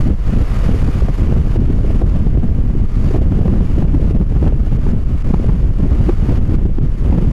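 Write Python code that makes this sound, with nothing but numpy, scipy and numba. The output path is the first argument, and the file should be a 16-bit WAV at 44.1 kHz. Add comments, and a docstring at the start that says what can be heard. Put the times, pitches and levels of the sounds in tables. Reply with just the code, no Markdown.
"""A canyon road between two rock tunnels, heard from a microphone riding on a motorcycle.
Turbulent eddies of all sizes buffet the microphone in gusts and lulls, and single vortices slap
across its port. Air shearing round the housing hisses in surges and draws a faint whistle from an edge.
Tyre and engine rumble lie beneath. The strongest pressure swings overload the input and pull
its gain down, which chokes the hiss."""
import sys
import numpy as np
from scipy import signal
from scipy.fft import rfft, irfft, next_fast_len
from scipy.io import wavfile
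from scipy.ndimage import map_coordinates
from numba import njit

SR = 44100
rng = np.random.default_rng(int(sys.argv[2]) if len(sys.argv) > 2 else 0)


def dump(signal):
    """Clip the signal to [-1, 1] and save it as 16-bit WAV at the path in sys.argv[1]."""
    limited = np.clip(np.atleast_2d(signal).T, -1, 1)
    pcm = np.round(limited * 32767).astype(np.int16)
    wavfile.write(sys.argv[1], SR, pcm)


N = 322812

# Noise spectra. Each row: frequency in Hz, relative spectral density in dB.
ROAD_SPECTRUM = [(30, 9), (100, 8), (250, -13), (500, -6.5), (1000, -30), (2800, -47), (4000, -57),
                 (12000, -50)]
FIZZ_SPECTRUM = [(300, 3), (2000, 1), (5600, -11), (11000, -7), (15000, -22)]
HISS_SPECTRUM = [(100, -24), (400, 6), (850, -3.5), (1200, -1.5), (1600, -7), (2200, -9), (2900, -14),
                 (3600, -17), (5200, -19.5), (5700, -22), (7000, -23), (8000, -28), (12500, -30.5),
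                 (14500, -44)]
BUFFET_SPECTRUM = [(5, -7), (14, -3.5), (24, 0), (36, -1.5), (55, -5.5), (80, -15.5), (140, -26),
                   (600, -110)]  # the largest eddies
SWIRL_SPECTRUM = [(30, -15.5), (65, 3.5), (110, -0.5), (170, -5), (240, -11), (350, -24.5), (700, -36.5),
                  (2000, -82)]  # middle-sized, booming eddies
FLUTTER_SPECTRUM = [(90, -32), (200, 2.5), (280, 0), (380, -4.5), (550, -15), (800, -24), (1500, -36.5),
                    (4000, -75)]  # small, ragged eddies
RASP_SPECTRUM = [(400, 2), (1100, -2), (2000, -6), (3000, -8), (4000, -22), (7000, -25), (13000, -34)]  # eddies tearing at the port
TEAR_SPECTRUM = [(200, 8), (420, 10), (650, 11), (1000, -15), (1400, -12.5), (3000, -21), (5000, -35),
                 (10000, -50)]
CRACK_SPECTRUM = [(400, -14), (750, 0), (1050, 2), (1500, -14), (2800, -18), (5000, -32.5), (10000, -40)]

# Edge tones of the housing. 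Each row: onset in seconds, hold in seconds, pitch in Hz, level in dB.
EDGE_TONES = [(0.446, 0.61, 4640, -64), (3.065, .045, 4660, -57), (3.09, 0.0175, 6750, -61)]
# Air cavities of the housing. Each row: resonant frequency in Hz, width in Hz, lift in dB.
CAVITIES = [(1210, 32, 2), (2890, 150, 4), (4100, 350, -2), (4510, 380, 2), (6650, 350, 1), (9800, 1200, 3)]
# Air rushing round the housing, strongest in the first tunnel and at the mouth of the second.
# Each row: time in seconds, relative level in dB.
AIR_RUSH = [(0, -43.5), (.17, -54), (.3, -46), (.62, -43), (1.1, -45), (1.65, -51.5), (2.1, -50),
            (2.4, -54.5), (2.85, -54), (3.06, -46), (3.27, -52), (3.55, -52), (4.25, -56.5), (5.05, -52.5),
            (5.3, -49), (5.7, -53), (6.05, -48.5), (6.72, -56.5), (7.32, -50)]
# Hiss that builds and breaks off. Each row: break in seconds, build time in seconds, relative level in dB.
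HISS_SURGES = [(.07, 0.033, -56), (1.57, 0.22, -47.5), (2.03, 0.42, -51.5), (3.17, 0.16, -47),
               (3.83, 0.52, -49.5), (4.129, 0.31, -49.5), (4.49, 0.28, -50), (4.78, 0.34, -52),
               (4.919, 0.2, -49.5), (6.11, 0.29, -48), (6.383, 0.29, -45.5), (6.555, 0.12, -48.5),
               (7.15, 0.3, -55)]
# Abrupt drops of the hiss. Each row: onset in seconds, hold in seconds, depth in dB.
HISS_DIPS = [(1.1, .025, 4), (1.577, 0.016, 10), (2.03, 0.024, 7), (2.31, .02, 2), (2.35, .014, 11),
             (3.19, .02, 6), (3.267, 0.049, 2.5), (3.845, 0.026, 3), (4.125, 0.012, 11), (4.514, 0.052, 2),
             (4.777, 0.0071, 16), (4.94, 0.031, 5), (5.04, .018, 6), (5.148, .022, 4.5), (5.233, .005, 13),
             (5.355, .04, 1.5), (5.69, 0.039, 3), (6.385, 0.022, 5), (6.57, 0.018, 4), (6.677, 0.037, 5),
             (6.799, 0.014, 12)]
# Moments of smooth flow. Each row: onset in seconds, hold in seconds, relative depth in dB.
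FLOW_LULLS = [(0.15, 0.11, 13.5), (0.442, 0.21, 6), (0.775, 0.026, 10), (0.914, 0.025, 18),
              (1.122, 0.057, 13.5), (1.525, .025, 7.5), (2.61, 0.036, 1), (2.881, 0.08, 9.5),
              (4.237, 0.065, 7), (4.523, 0.16, 2), (4.807, 0.059, 5), (5.004, 0.066, 8.5),
              (5.16, 0.072, 12.5), (5.737, 0.05, 6), (6.138, 0.027, 5.5), (6.705, 0.09, 6.5),
              (6.899, 0.12, 9.5)]
# Gusts of churned air. Each row: onset in seconds, hold in seconds, relative flutter and boom in dB.
AIR_GUSTS = [(0.042, 0.089, -27, -18.5), (0.318, 0.09, -20, -19), (0.689, 0.076, -20, -22),
             (0.824, 0.067, -29, -16), (1.183, 0.21, -20, -19.5), (1.43, 0.025, -31, -40),
             (1.556, 0.088, -31, -21), (1.684, 0.02, -22, -17), (1.85, 0.13, -23.5, -38),
             (2.07, 0.058, -24.5, -37), (2.139, 0.06, -21, -23), (2.243, 0.029, -22.5, -35),
             (2.335, 0.1, -25, -23), (2.712, 0.11, -34, -25), (2.976, 0.29, -27, -21),
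             (3.317, 0.054, -18.5, -20), (3.398, 0.17, -19.5, -18), (3.598, 0.03, -27, -17.5),
             (3.773, 0.12, -22, -21.5), (3.942, 0.12, -29, -21.5), (4.057, 0.16, -25, -22.5),
             (4.415, 0.09, -24.5, -17), (4.74, 0.032, -29, -25), (4.867, 0.046, -26, -24.5),
             (5.104, 0.038, -30, -20), (5.285, 0.026, -28, -22), (5.82, 0.11, -28, -20.5),
             (5.913, 0.043, -20, -17), (5.99, 0.1, -26, -18), (6.246, 0.15, -21.5, -21),
             (6.37, 0.1, -43, -38), (6.467, 0.077, -24, -19), (6.595, 0.029, -21, -34),
             (7.048, 0.21, -18, -18.5)]
# Vortices that strike the port, the one at 6.1 s thrown by an oncoming car. Each row: time in seconds,
# swing level in dB, swing frequency in Hz, crossing time in seconds, level of the tearing edge in dB.
VORTICES = [(.062, -11, 198, 0.0067, -29), (.104, -16, 300, .004, -28), (.351, -12, 130.8, .011, -40),
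            (.392, -19, 269, 0.0055, -30), (.746, -18, 388, 0.0036, -28), (.83, -10, 255, .0098, -34),
            (1.024, -18, 380, 0.0045, -23), (1.086, -10.5, 348.4, .0035, -16.5),
            (1.292, -13, 278.6, 0.0046, -40), (1.381, -14.5, 328, 0.0052, -34),
            (1.562, -12.5, 329, 0.0039, -17), (1.619, -10.5, 261, .005, -27), (1.702, -9, 276.6, .005, -24),
            (1.79, -19.5, 433, 0.0044, -29), (1.848, -13.5, 428, 0.0065, -29),
            (1.908, -21, 320, 0.0045, -23), (2.019, -12, 292.6, 0.0086, -19.5),
            (2.271, -11, 303, 0.0034, -25), (2.375, -12.5, 298.5, 0.0034, -22),
            (2.753, -13.5, 303, 0.0036, -41), (3.112, -12, 370, 0.0045, -31),
            (3.148, -8.5, 269.3, 0.0073, -21), (3.162, -8.5, 342.2, .0064, -22),
            (3.22, -20, 277, 0.0022, -17), (3.323, -7.5, 233.2, 0.0057, -22), (3.392, -11, 347, .004, -29),
            (3.457, -15, 423, 0.0054, -28), (3.482, -10.5, 350.4, 0.0037, -24),
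            (3.537, -11, 319.3, 0.0062, -23), (3.607, -6, 260.5, 0.0047, -27), (3.782, -9, 267, .009, -26),
            (3.825, -9.5, 337.5, 0.0057, -21), (3.947, -6.5, 268, 0.0087, -29),
            (4.0, -17, 403, 0.0036, -24), (4.078, -18, 359, 0.0035, -27), (4.11, -18, 330, 0.0043, -23),
            (4.428, -8, 312, 0.0033, -26), (4.443, -12, 261, .006, -21), (4.466, -7.5, 269, 0.0052, -21),
            (4.477, -2.5, 119.5, 0.0084, -21), (4.525, -20, 448, 0.004, -26),
            (4.868, -10.5, 407, 0.0035, -31), (5.342, 1.5, 199.6, 0.0051, -25), (5.4, -9, 273, .003, -23),
            (5.444, -16, 380, .004, -25), (5.493, -3.5, 138.7, 0.011, -26),
            (5.843, -10.5, 238, 0.0084, -40), (6.094, -2.5, 318, 0.0099, -26),
            (6.294, -5.5, 255.5, .0061, -24), (6.329, -12, 277.4, .005, -29),
            (6.523, -10.5, 372.7, .004, -26), (6.543, -9.5, 305.5, .0048, -24),
            (6.656, -11, 301, .004, -25), (6.786, -11, 299.7, 0.003, -25),
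            (7.127, -8.5, 269, 0.0045, -18.5), (7.184, -16, 333, 0.0062, -34)]


def amp(db):
    """Amplitude ratio of a level in decibels."""
    return 10 ** (np.asarray(db) / 20)


def unit_rms(x):
    """The signal scaled to rms 1."""
    return x / np.sqrt(np.mean(x ** 2) + 1e-20)


def wobble(rate):
    """A smooth random curve through rate knots a second."""
    return map_coordinates(rng.standard_normal(N // 8), [np.arange(N) * rate / SR], mode="wrap")


def swell(onset_s, hold_s, rise_s, fall_s):
    """A trapezoidal envelope that reaches 1 at the onset, holds and falls."""
    t = np.arange(N) / SR - onset_s
    return np.clip(np.minimum(1 + t / rise_s, 1 + (hold_s - t) / fall_s), 0, 1)


def filtered(x, response):
    """Linear filtering: the spectrum is multiplied by a frequency response."""
    size = next_fast_len(N + SR // 2)
    return irfft(rfft(x, size) * response(np.fft.rfftfreq(size, 1 / SR)), size)[:N]


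def noise(spectrum):
    """White noise filtered to the given spectrum, at rms 1."""
    knots_hz, db = np.transpose(spectrum)
    white = rng.standard_normal(N)
    return unit_rms(filtered(white, lambda hz: amp(np.interp(np.log(hz + 1), np.log(knots_hz), db))))


def steadied(x, span_s):
    """Division by the running rms removes swells longer than span_s."""
    window = np.hanning(max(int(span_s * SR), 3))
    power = signal.fftconvolve(x ** 2, window / window.sum(), "same")
    return x / np.sqrt(np.abs(power) + 1e-9)


def road_rumble():
    """Tyres and engine radiate steady noise, mostly at low frequencies."""
    return amp(-42) * noise(ROAD_SPECTRUM)


def edge_whistle(width_hz, waver_hz):
    """Edge tone: fast air makes an edge of the housing sing in a narrow, wavering band of noise."""
    t = np.arange(N) / SR
    drift_cycles = np.cumsum(waver_hz * wobble(14)) / SR
    breath = unit_rms(wobble(width_hz)) + 1j * unit_rms(wobble(width_hz))
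    whistle = np.zeros(N)
    for onset, hold, hz, db in EDGE_TONES:
        tone = np.real(breath * np.exp(2j * np.pi * (hz * t + drift_cycles)))
        whistle += amp(db) * swell(onset, hold, rise_s=0.14, fall_s=0.03) * tone
    return whistle


def cavity_response(hz):
    """Resonance: each cavity of the housing lifts a band about its natural frequency."""
    return amp(sum(db / (1 + (2 * (hz - centre) / width) ** 2) for centre, width, db in CAVITIES))


def hiss_flicker(rate, build_s):
    """The hiss flickers in a random sawtooth, building slowly and dropping abruptly."""
    drops = 1. * (rng.random(N) < rate / SR)  # on average rate times a second
    teeth = signal.lfilter([1], [1, -np.exp(-1 / (build_s * SR))], drops[::-1])[::-1]
    return unit_rms(teeth - teeth.mean())


def shear_hiss(turbulence):
    """Air shearing round the housing makes broadband noise; rush and surges add in power."""
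    air = unit_rms(filtered(noise(HISS_SPECTRUM), cavity_response))
    flicker_db = 0.9 * turbulence + 1.22 * wobble(260) + 0.9 * hiss_flicker(rate=69, build_s=0.018)
    flicker = steadied(amp(flicker_db), span_s=0.16)
    rush = amp(np.interp(np.arange(N) / SR, *np.transpose(AIR_RUSH)))
    surges = sum(amp(db) * swell(at, 0, build, fall_s=0.008) for at, build, db in HISS_SURGES)
    dip_db = sum(db * swell(onset, hold, 0.0096, 0.0096) for onset, hold, db in HISS_DIPS)
    return amp(11.5 - dip_db) * np.hypot(rush, surges) * flicker * air


def gusts():
    """Gusts stir small and larger eddies: two envelopes, each following the strongest gust present."""
    envelopes = [amp([[flutter_db], [boom_db]]) * swell(onset, hold, rise_s=0.013, fall_s=0.025)
                 for onset, hold, flutter_db, boom_db in AIR_GUSTS]
    return np.max(envelopes, axis=0)


def eddies(spectrum, turbulence, burst_db, span_s):
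    """Intermittency: turbulence bunches the pressure of one size of eddy into bursts."""
    return steadied(noise(spectrum) * amp(burst_db * turbulence), span_s)


def buffeting(turbulence):
    """Passing eddies make the pressure fluctuate; the larger the eddy, the lower its frequency."""
    flutter_gust, boom_gust = gusts()
    calm_db = sum(db * swell(onset, hold, 0.012, 0.012) for onset, hold, db in FLOW_LULLS)

    def strength(gust, steady_db, gust_db, lull_share):
        """A steady part, which sinks in the lulls, adds in power to the gusts."""
        return np.hypot(amp(steady_db - lull_share * calm_db), amp(gust_db) * gust)

    buffet = strength(boom_gust, steady_db=-10.5, gust_db=-19, lull_share=0.31)
    swirl = strength(boom_gust, steady_db=-14, gust_db=6.5, lull_share=0.91)
    flutter = strength(flutter_gust, steady_db=-29.5, gust_db=-4.5, lull_share=0.91)
    rasp = strength(flutter_gust, steady_db=-46.5, gust_db=-23.5, lull_share=0.98)
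    return (buffet * eddies(BUFFET_SPECTRUM, turbulence, burst_db=1, span_s=0.173)
            + swirl * eddies(SWIRL_SPECTRUM, turbulence, burst_db=5, span_s=0.15)
            + flutter * eddies(FLUTTER_SPECTRUM, turbulence, burst_db=3, span_s=0.075)
            + rasp * eddies(RASP_SPECTRUM, turbulence, burst_db=2.5, span_s=0.073))


def vortex_slaps(size_spread, crackle_db, raggedness):
    """A vortex crossing the port gives a pressure transient with a tearing edge; the strongest crack."""
    t = np.arange(-SR // 20, SR // 20) / SR
    swings, edges, cracks = np.zeros((3, N + SR))
    draws = rng.standard_normal(size=(len(VORTICES), 48))
    for (at, db, swing_hz, crossing_s, tear_db), (size, phase, *jitter) in zip(VORTICES, draws):
        width_s = crossing_s * np.exp(size_spread * size)  # a bigger vortex takes longer to cross
        core = 1 / (1 + (t / width_s) ** 2) ** 2
        waver = np.interp(t, np.linspace(t[0], t[-1], len(jitter)), jitter)
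        cycles = np.cumsum(swing_hz * (1 + raggedness * waver)) / SR
        start = max(round(at * SR) - len(t) // 2, 0)
        passage = slice(start, start + len(t))
        swings[passage] += amp(db) * core * np.sin(2 * np.pi * (cycles + phase))
        edges[passage] += amp(tear_db) * core
        cracks[passage] += amp(-24 + 1.67 * db) * core  # the crack grows faster than the swing
    tearing = steadied(noise(TEAR_SPECTRUM) * amp(crackle_db * wobble(900)), span_s=0.01)
    cracking = steadied(noise(CRACK_SPECTRUM) * amp(crackle_db * wobble(900)), span_s=0.0089)
    return swings[:N] + edges[:N] * tearing + cracks[:N] * cracking


def scene():
    """Superposition: wind and road noise add at the microphone; one turbulence drives eddies and hiss."""
    turbulence = unit_rms(0.6 * wobble(24) + wobble(65) + 0.47 * wobble(150))
    turbulence = np.minimum(turbulence, 1.3)  # bursts level off, troughs go deep
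    pressure = (buffeting(turbulence)
                + vortex_slaps(size_spread=0.12, crackle_db=4.5, raggedness=0.222)
                + shear_hiss(turbulence)
                + edge_whistle(width_hz=180, waver_hz=30)
                + road_rumble())
    return pressure[None]


@njit
def follow(x, attack_s, release_s):
    """A first-order lag with separate time constants for rise and fall."""
    envelope = np.zeros(len(x))
    for i in range(1, len(x)):
        gap = x[i] - envelope[i - 1]
        lag_s = attack_s if gap > 0 else release_s
        envelope[i] = envelope[i - 1] + gap / (lag_s * SR)
    return envelope


def gain_control(x, threshold, duck_db, attack_s, release_s):
    """Compression with lag: an overload lowers the gain, too late to stop it; the gain then creeps back."""
    overload = 1. * (np.abs(x) > threshold)
    return x * amp(-duck_db * follow(overload, attack_s, release_s))


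def record(dry):
    """Saturation: big swings flatten; a faint fizz runs steadily beneath and alone fills the flattened
    instants; a low-pass follows."""
    ceiling, cutoff_hz, fade_s = 0.5, 14583, 0.004
    ducked = gain_control(dry[0], threshold=0.51, duck_db=4.5, attack_s=0.022, release_s=0.06)
    fizz = amp(-70) * noise(FIZZ_SPECTRUM)
    saturated = np.clip(ducked, -ceiling, ceiling) + fizz
    faded = saturated * swell(fade_s, N / SR - 2 * fade_s, fade_s, fade_s)
    return filtered(faded, lambda hz: 1 / np.sqrt(1 + (hz / cutoff_hz) ** 200))[None]


dry = scene()
out = record(dry)
dump(out)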